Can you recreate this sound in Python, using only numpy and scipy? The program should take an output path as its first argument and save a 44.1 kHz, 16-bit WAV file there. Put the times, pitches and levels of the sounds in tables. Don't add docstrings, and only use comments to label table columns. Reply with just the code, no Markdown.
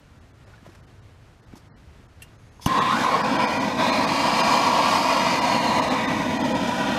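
import sys
import numpy as np
from scipy import signal
from scipy.fft import rfft, irfft
from scipy.io import wavfile
from scipy.ndimage import uniform_filter1d, map_coordinates

SR = 44100
rng = np.random.default_rng(int(sys.argv[2]) if len(sys.argv) > 2 else 0)


def ratio(d):
    e = np.asarray(d, float) / 20
    return 10 ** e


def output_pcm(signal):
    pcm = np.clip(np.atleast_2d(signal).T, -1, 1) * 32767
    wavfile.write(sys.argv[1], SR, np.round(pcm).astype(np.int16))


N = 308024
T_S = np.arange(N) / SR
BLOCK, HOP = 2048, 512
HZ = np.fft.rfftfreq(BLOCK, 1 / SR)
FRAMES_S = np.arange(-(-N // HOP) + 1) * HOP / SR


def unit(x):
    return x / np.sqrt(np.mean(x ** 2) + 1e-20)


def along(points, hz):
    f, v = np.transpose(points)
    return np.interp(np.log(hz + 1), np.log(f + 1), v)


def curves(rows, t=T_S):
    s, *cols = np.transpose(rows)
    return [np.interp(t, s, c) for c in cols]


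def wobble(knots_per_s):
    knots = rng.standard_normal(int(N * knots_per_s / SR) + 4)
    return map_coordinates(knots, [np.arange(N) * knots_per_s / SR])


def power(modes):
    total = np.zeros(len(HZ))
    for f, width, db in modes:
        damping = (HZ * width) ** 2
        total += ratio(2 * db) * damping / ((f * f - HZ * HZ) ** 2 + damping)
    return total


def noise(gain, source=None):
    if source is None:
        source = rng.standard_normal(N)
    z = signal.stft(source, nperseg=BLOCK, noverlap=BLOCK - HOP)[2]
    return signal.istft(z * gain.reshape(len(HZ), -1), nperseg=BLOCK, noverlap=BLOCK - HOP)[1][:N]


def add(track, start_s, modes, attack_s):
    t = np.arange(SR // 5) / SR
    ring = sum(ratio(db - 60 * t / t60) * np.sin(2 * np.pi * hz * t) for hz, db, t60 in modes)
    track[round(start_s * SR):][:len(t)] += ring * (1 - np.exp(-t / attack_s))


def ridge(centre_hz, width_hz, db):
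    return ratio(db * np.exp(-((HZ[:, None] - centre_hz) / width_hz) ** 2))


def dip(centre_hz, width_hz, depth):
    return 1 - np.clip(depth, 0, .97) / (1 + ((HZ[:, None] - centre_hz) / width_hz) ** 2)


def around(middle_s, half_s):
    return np.exp(-((FRAMES_S - middle_s) / half_s) ** 2)


# t/s, share in free air [0-1], share shaded by rim [0-1],
# f/Hz cancelled by near rim, f/Hz reinforced by wheel face
TORCH_PATH = [(2.66, 0.84, 0.2, 1380, 3400), (2.9, 1, 0.07, 1440, 3600), (3.0, 0.28, 0.18, 1900, 3600),
              (3.08, 0.74, 0.3, 1740, 3800), (3.2, 0.63, 0.4, 1330, 5100), (3.27, .4, 0.53, 1170, 5050),
              (3.42, 0.17, 0.58, 1210, 5000), (3.6, 0.1, 0.58, 1300, 4430), (3.77, 0.15, .8, 1400, 3700),
              (3.85, 0, .4, 1420, 3800), (4.1, .02, 0.32, 1500, 4500), (4.4, 0.06, 0, 1500, 5020),
              (5.15, 0.08, .05, 1500, 4870), (5.6, .02, 0.4, 1450, 4500), (5.8, 0.06, .55, 1410, 3850),
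              (6.15, 0.23, 0.78, 1400, 3700), (6.45, 0, 0.87, 1196, 3460), (6.98, 0, 0.91, 1040, 3460)]


def torch_pose():
    air, shade, near_hz, face_hz = curves(TORCH_PATH, FRAMES_S)
    air, shade = np.clip(air, 0, 1), np.clip(shade, 0, 1)
    pose = np.array([air, shade, np.clip(1 - air - shade, 0, 1)])
    return air, shade, pose / pose.sum(axis=0), near_hz, face_hz


# f/Hz, width/Hz, level/dB
AIR_MODES = [(231, 44, -15.5), (495, 83, -20), (700, 140, -22), (1055, 36, 1.5), (1500, 190, -14),
             (2300, 59, -14), (2670, 97, -18), (3600, 280, -19), (4500, 520, -19.5), (6200, 990, -28)]
SHADED_MODES = [(200, 78, -15.5), (259, 40, -6), (507, 30, 0), (619, 37, 2.5), (826, 89, -6),
                (979, 40, 2.5), (1400, 77, -23), (1900, 60, -14), (2380, 190, -17), (3130, 110, -24.5),
                (3600, 170, -25.5), (4104, 230, -17.5), (5050, 550, -12.5), (5920, 1170, -16),
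                (7920, 500, -48)]
WHEEL_MODES = [(199, 25, -14.5), (248, 82, -7), (528, 48, -8.5), (658, 71, -4), (963, 114, -2),
               (1116, 31, -6), (1400, 50, -12), (1610, 21, -17), (2010, 34, -25), (2400, 130, -10),
               (2810, 55, -12.5), (3200, 310, -19), (3680, 330, -20), (4200, 630, -14.5),
               (5020, 330, -19.5), (5460, 180, -16), (6300, 390, -20), (6930, 180, -21.5), (8500, 500, -32)]
# f/Hz, level/dB per Hz
FLAME_FLOOR = [(25, -46), (60, -40.5), (130, -21), (300, -19.5), (400, -56), (800, -17), (2000, -14.5),
               (5000, -33), (9000, -37.5), (14000, -71), (16000, -62)]


def cavity_colour(pose):
    floor = ratio(2 * along(FLAME_FLOOR, HZ))
    log_power = np.log([power(m) + floor for m in (AIR_MODES, SHADED_MODES, WHEEL_MODES)])
    return np.exp(log_power.T @ pose / 2)


def rim_comb(pose, near_hz, face_hz):
    near_depth = (0.75, 1, 0.92) @ pose
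    far_depth = (.3, .5, 0.2) @ pose
    far_hz = near_hz * ((1.4, 2.3, 2.3) @ pose)
    face_db = (4, 4, 6) @ pose
    flicker = uniform_filter1d(rng.standard_normal((2, len(FRAMES_S))), size=4, axis=1)
    gain = dip(near_hz * (1 + .02 * flicker[0]), 65, near_depth * (.95 + .25 * flicker[1]))
    return gain * dip(far_hz, 180, far_depth) * ridge(face_hz, 420, face_db)


# mid t/s, half length/s, f/Hz, level/dB (+ reinforces, - cancels)
PASSING = [(3.3, .08, 2140, -14), (3.3, .1, 2980, -9), (3.5, .2, 2360, 3.5), (3.55, 0.16, 3860, -5),
           (3.9, .15, 3110, -6.5), (3.95, .2, 2400, 2.5), (5.45, .12, 3300, -5), (5.8, .35, 2810, 4),
           (6.15, .2, 3350, -5), (6.502, .15, 3150, 5.5), (6.7, 0.38, 2550, 6), (6.75, .3, 1500, 3),
           (6.75, .3, 2090, -7), (2.83, .1, 3150, -4), (3.0, .1, 2050, 5), (3.07, .06, 3800, 4),
           (3.72, .08, 5300, 5), (5.75, .2, 5250, -4), (6.35, .2, 2350, 6), (6.45, .15, 4200, 4),
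           (6.6, .2, 550, 3), (6.8, .2, 1080, -4)]


def passing_reflections():
    gain = 1
    for mid_s, half_s, hz, db in PASSING:
        gain = gain * ridge(hz, 0.065 * hz, db * around(mid_s, half_s))
    return gain


# f/Hz, width/Hz, depth [0-1] facing, half shaded, shaded
FIXED_DIPS = [(410, 40, .7, .7, .7), (590, 25, .5, .5, .5), (1770, 40, .7, .6, .2), (1650, 50, .05, .1, .6),
              (2130, 50, .7, .3, .8), (2630, 60, .4, .9, .2), (3480, 50, .7, .6, .2),
              (3970, 70, .7, .7, .8), (4350, 80, .1, .3, .6), (5500, 120, .5, .4, .3)]


def fixed_reflections(air, shade):
    gain = 1
    for hz, width_hz, *depths in FIXED_DIPS:
        gain = gain * dip(hz, width_hz, (1 - air) * np.interp(shade, [0, .5, 1], depths))
    return gain


def trembling_bands():
    bands = rng.standard_normal((len(HZ), len(FRAMES_S)))
    bands = uniform_filter1d(uniform_filter1d(bands, size=4, axis=0), size=30, axis=1)
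    spread_db = [(300, 0.27), (1500, 2.26), (3000, 2.55), (5000, 2.1), (9000, 2.4), (14000, 2.1)]
    return ratio(unit(bands) * along(spread_db, HZ)[:, None])


# t/s, level/dB
FLAME_LEVEL = [(2.68, -27.5), (2.785, -19.5), (2.85, -23), (2.92, -21.5), (2.97, -26.5), (3.14, -19),
               (3.3, -24), (3.42, -21.5), (3.77, -29), (3.81, -21), (4.12, -23.5), (4.3, -20), (4.78, -20),
               (5.15, -22.5), (5.7, -23), (6.3, -27), (6.47, -27), (6.98, -26.5)]
LAYER_EDGES = [0, 400, 1250, 4000, 20000]
# level/dB at mean loudness, growth/dB per dB, added in air/dB, added in shade/dB, own wander/dB
LAYER_LEVELS = [
    (-28.5, -.1, -4.5, 2, 0.86),
    (-23, 1.05, -0.3, 0.2, .5),
    (-27.5, 0.5, -4, -2.5, 1.28),
    (-33, 0.43, -8, -8.5, 0.5),
]


def flame():
    air, shade, pose, near_hz, face_hz = torch_pose()
    swing = around(2.953, 0.089)
    swing_lift_db = (-1.2, .1, 3.5, 1.2)
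    colour = cavity_colour(pose) * rim_comb(pose, near_hz, face_hz)
    colour *= ridge(.85 * near_hz, 230, 10.5 * swing)
    colour *= passing_reflections() * fixed_reflections(air, shade) * trembling_bands()

    burning = unit(ratio(0.73 * wobble(25) + 0.54 * wobble(160)) * rng.standard_normal(N))
    loudness_db = curves(FLAME_LEVEL, FRAMES_S)[0] + 23

    def above(edge_hz):
        return 1 / (1 + (edge_hz / (HZ + 1)) ** 14)

    out = np.zeros(N)
    for lo, hi, law, lift_db in zip(LAYER_EDGES, LAYER_EDGES[1:], LAYER_LEVELS, swing_lift_db):
        db, growth, air_db, shade_db, wander_db = law
        part = colour * (above(lo) - above(hi))[:, None]
        part /= np.sqrt(np.sum(part ** 2, axis=0) / len(HZ))
        part *= ratio(db + growth * loudness_db + air_db * air + shade_db * shade + lift_db * swing)
        out += ratio(wander_db * wobble(7)) * noise(part, burning)
    lit = np.clip((T_S - 2.664) / 0.0085, 0, 1)
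    return out * lit


# f/Hz, level/dB per Hz
BRIGHT_NOISE = [(1000, -7), (3000, -16), (5500, -6), (9000, -15), (13000, -18), (16000, -30)]


def bright_gain(share=1):
    return ratio(along(BRIGHT_NOISE, HZ) * share)


def burst(start_s, db, t60_s, attack_s):
    t = (T_S - start_s).clip(0)
    return ratio(db - 60 * t / t60_s) * (1 - np.exp(-t / attack_s)) * noise(bright_gain(.5))


# f/Hz, level/dB, t60/s
POP_MODES = [(160, 0, 0.014), (900, -2, 0.011), (2840, -16, 0.011)]


def pop():
    push = np.zeros(N + SR)
    add(push, 2.6626, POP_MODES, attack_s=0.00096)
    return (ratio(-8) * np.roll(push, round(0.0023 * SR)) - push)[:N]


def rattle():
    return 1 + .5 * wobble(1500)


# f/Hz, level/dB, t60/s
SPARK_MODES = [(3000, -14.5, 0.0096), (6100, -17.5, 0.012), (10600, -25.5, .012), (12500, -26, .01)]


def spark():
    start_s = 2.6601
    track = np.zeros(N + SR)
    add(track, start_s, SPARK_MODES, attack_s=0.00047)
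    return track[:N] * rattle() + burst(start_s, -17.5, 0.056, .0005)


# t/s, level/dB
GAS_LEVEL = [
    (2.6, -86),
    (2.611, -54),
    (2.6175, -48),
    (2.62, -44),
    (2.658, -43.5),
    (2.67, -33),
    (2.69, -90),
]
# f/Hz, width/Hz, level/dB
NOZZLE_MODES = [(970, 150, -1), (2240, 130, -4), (3460, 170, 1), (4670, 250, -3), (5200, 330, 1),
                (6260, 400, -4), (9140, 600, -13), (10500, 800, -10), (12500, 1500, -18)]
# t/s, level/dB
SEEP_LEVEL = [
    (2.3, -95),
    (2.38, -74),
    (2.6, -70),
    (2.66, -95),
]


def gas():
    valve = noise(np.sqrt(power([(6450, 250, 0), (10500, 400, -8)])))
    nozzle = noise(np.sqrt(power(NOZZLE_MODES) + ratio(2 * along(BRIGHT_NOISE, HZ) - 30)))
    return ratio(curves(SEEP_LEVEL)[0]) * unit(valve) + ratio(curves(GAS_LEVEL)[0]) * unit(nozzle)


# f/Hz, level/dB, t60/s
VALVE_MODES = [(1800, -41, .05), (2750, -29.5, 0.041), (2820, -51, 0.22), (4200, -42, .03),
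               (6385, -51, 0.054), (7850, -43, .05), (8700, -44, .06), (10660, -37, .04), (11880, -47, .05),
               (13970, -44, .05)]


def valve_clink():
    start_s = 2.2195
    track = np.zeros(N + SR)
    add(track, start_s, VALVE_MODES, attack_s=.004)
    return track[:N] * rattle() + burst(start_s, -36, 0.091, 0.0025)


# t/s, peak level/dB, f/Hz, t60/s
KNOCK_EVENTS = [(.476, -49, 557, .03), (0.537, -45, 1460, .05), (.58, -52, 1690, .06),
                (.628, -42, 222, 0.044), (0.665, -32.5, 624, 0.012), (0.673, -41, 174, 0.077),
                (.72, -53, 2590, .02), (0.688, -43, 337, 0.072), (1.536, -29.5, 233, 0.027),
                (1.5545, -46, 900, 0.035), (1.565, -44, 302, 0.064), (1.871, -43, 75, 0.33),
                (2.5963, -39, 970, 0.028)]


def knocks():
    track = np.zeros(N + SR)
    for s, db, hz, t60 in KNOCK_EVENTS:
        modes = [(hz, db + 3.0, t60), (1.52 * hz, db - 12, 0.67 * t60)]
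        add(track, s, modes, attack_s=0.17 / hz)
    return track[:N] + burst(.665, -52, .06, .001)


# f/Hz, level/dB per Hz
DULL_NOISE = [(300, -20), (800, -1), (1600, -5), (4200, -15), (8000, -29), (16000, -40)]
# t/s at full strength, rise/s, hold/s, level/dB, brightness [0-1]
SCUFF_EVENTS = [
    (0.467, 0.044, .16, -59, 0.2),
    (0.667, 0.056, .01, -51.5, .25),
    (.7, .03, .08, -57.5, .35),
    (1.49, .04, .06, -65, 0.2),
    (1.53, .03, .015, -60, 0.1),
    (1.556, .004, .012, -51, 0.7),
    (1.57, .01, .02, -57, .95),
    (2.2, .004, .008, -56, 0.2),
]


def scuffs():
    dull = unit(noise(ratio(along(DULL_NOISE, HZ))))
    bright = unit(noise(bright_gain()))
    fall_db_per_s = 900
    rub = np.zeros(N)
    for s, rise, hold, db, share in SCUFF_EVENTS:
        shape = np.clip(1 + (T_S - s) / rise, 0, 1) ** 2
        shape *= ratio(-fall_db_per_s * (T_S - s - hold).clip(0))
        rub += ratio(db) * shape * ((1 - share) * dull + share * bright)
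    return ratio(2.8 * wobble(90)) * rub


# f/Hz, level/dB per Hz
YARD_NOISE = [(12, -49), (20, -10.5), (107, -1), (177, -12.5), (216, -12.5), (388, -18.5), (642, -21),
              (780, -22.5), (1090, -24), (1400, -24), (6540, -39), (14300, -51.5), (16000, -62)]


def yard():
    return ratio(-49.5 + 0.77 * wobble(10.97)) * unit(noise(ratio(along(YARD_NOISE, HZ))))


def scene():
    mix = flame() + pop() + spark() + gas() + valve_clink() + knocks() + scuffs() + yard()
    return mix[None]


# f/Hz, level/dB
MIC_RESPONSE = [(20, -6), (45, 0), (12000, -0.5), (14000, -3), (15300, -8)]


def microphone(dry):
    full_hz = np.fft.rfftfreq(N, 1 / SR)
    return irfft(rfft(dry) * ratio(along(MIC_RESPONSE, full_hz)) * (full_hz < 15330), N)


DROPOUT_TIMES = [.2, .328, .457, .819, .862, 1.011, 1.416, 1.459, 1.694, 1.715, 1.736, 1.758, 2.078, 2.376,
                 2.505, 2.804, 3.23, 3.38, 3.464, 3.593, 3.913, 4.062, 4.423, 5.406, 5.811, 5.895, 6.068,
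                 6.387, 6.43, 6.536]


def dropouts(x):
    frame = 941
    n, k = np.arange(2 * frame) + .5, np.arange(frame) + .5
    window = np.sin(np.pi * n / (2 * frame)) * np.sqrt(2 / frame)
    basis = np.cos(np.pi / frame * np.outer(k, n + frame / 2)) * window
    hz = k * SR / (2 * frame)
    first = round(DROPOUT_TIMES[0] * SR)
    starts = [first + frame * (round((s * SR - first) / frame) - 1) for s in DROPOUT_TIMES]
    lines = np.array([basis @ x[0, a:a + 2 * frame] for a in starts])
    step = 4.6 * np.sqrt(abs(uniform_filter1d(lines ** 2, 60, axis=1)))
    kept = np.round(lines / step) * step * (hz < 6600) * .75
    lost = ((lines - kept) * (hz > 2000)) @ basis
    out = x.copy()
    for a, part in zip(starts, lost):
        out[0, a:a + 2 * frame] -= part
    return out


def low_pass(x):
    return signal.sosfilt(signal.butter(12, 16310, fs=SR, output="sos"), x)


def record(dry):
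    mix = dropouts(microphone(dry))
    return low_pass(mix)


dry = scene()
out = record(dry)
output_pcm(out)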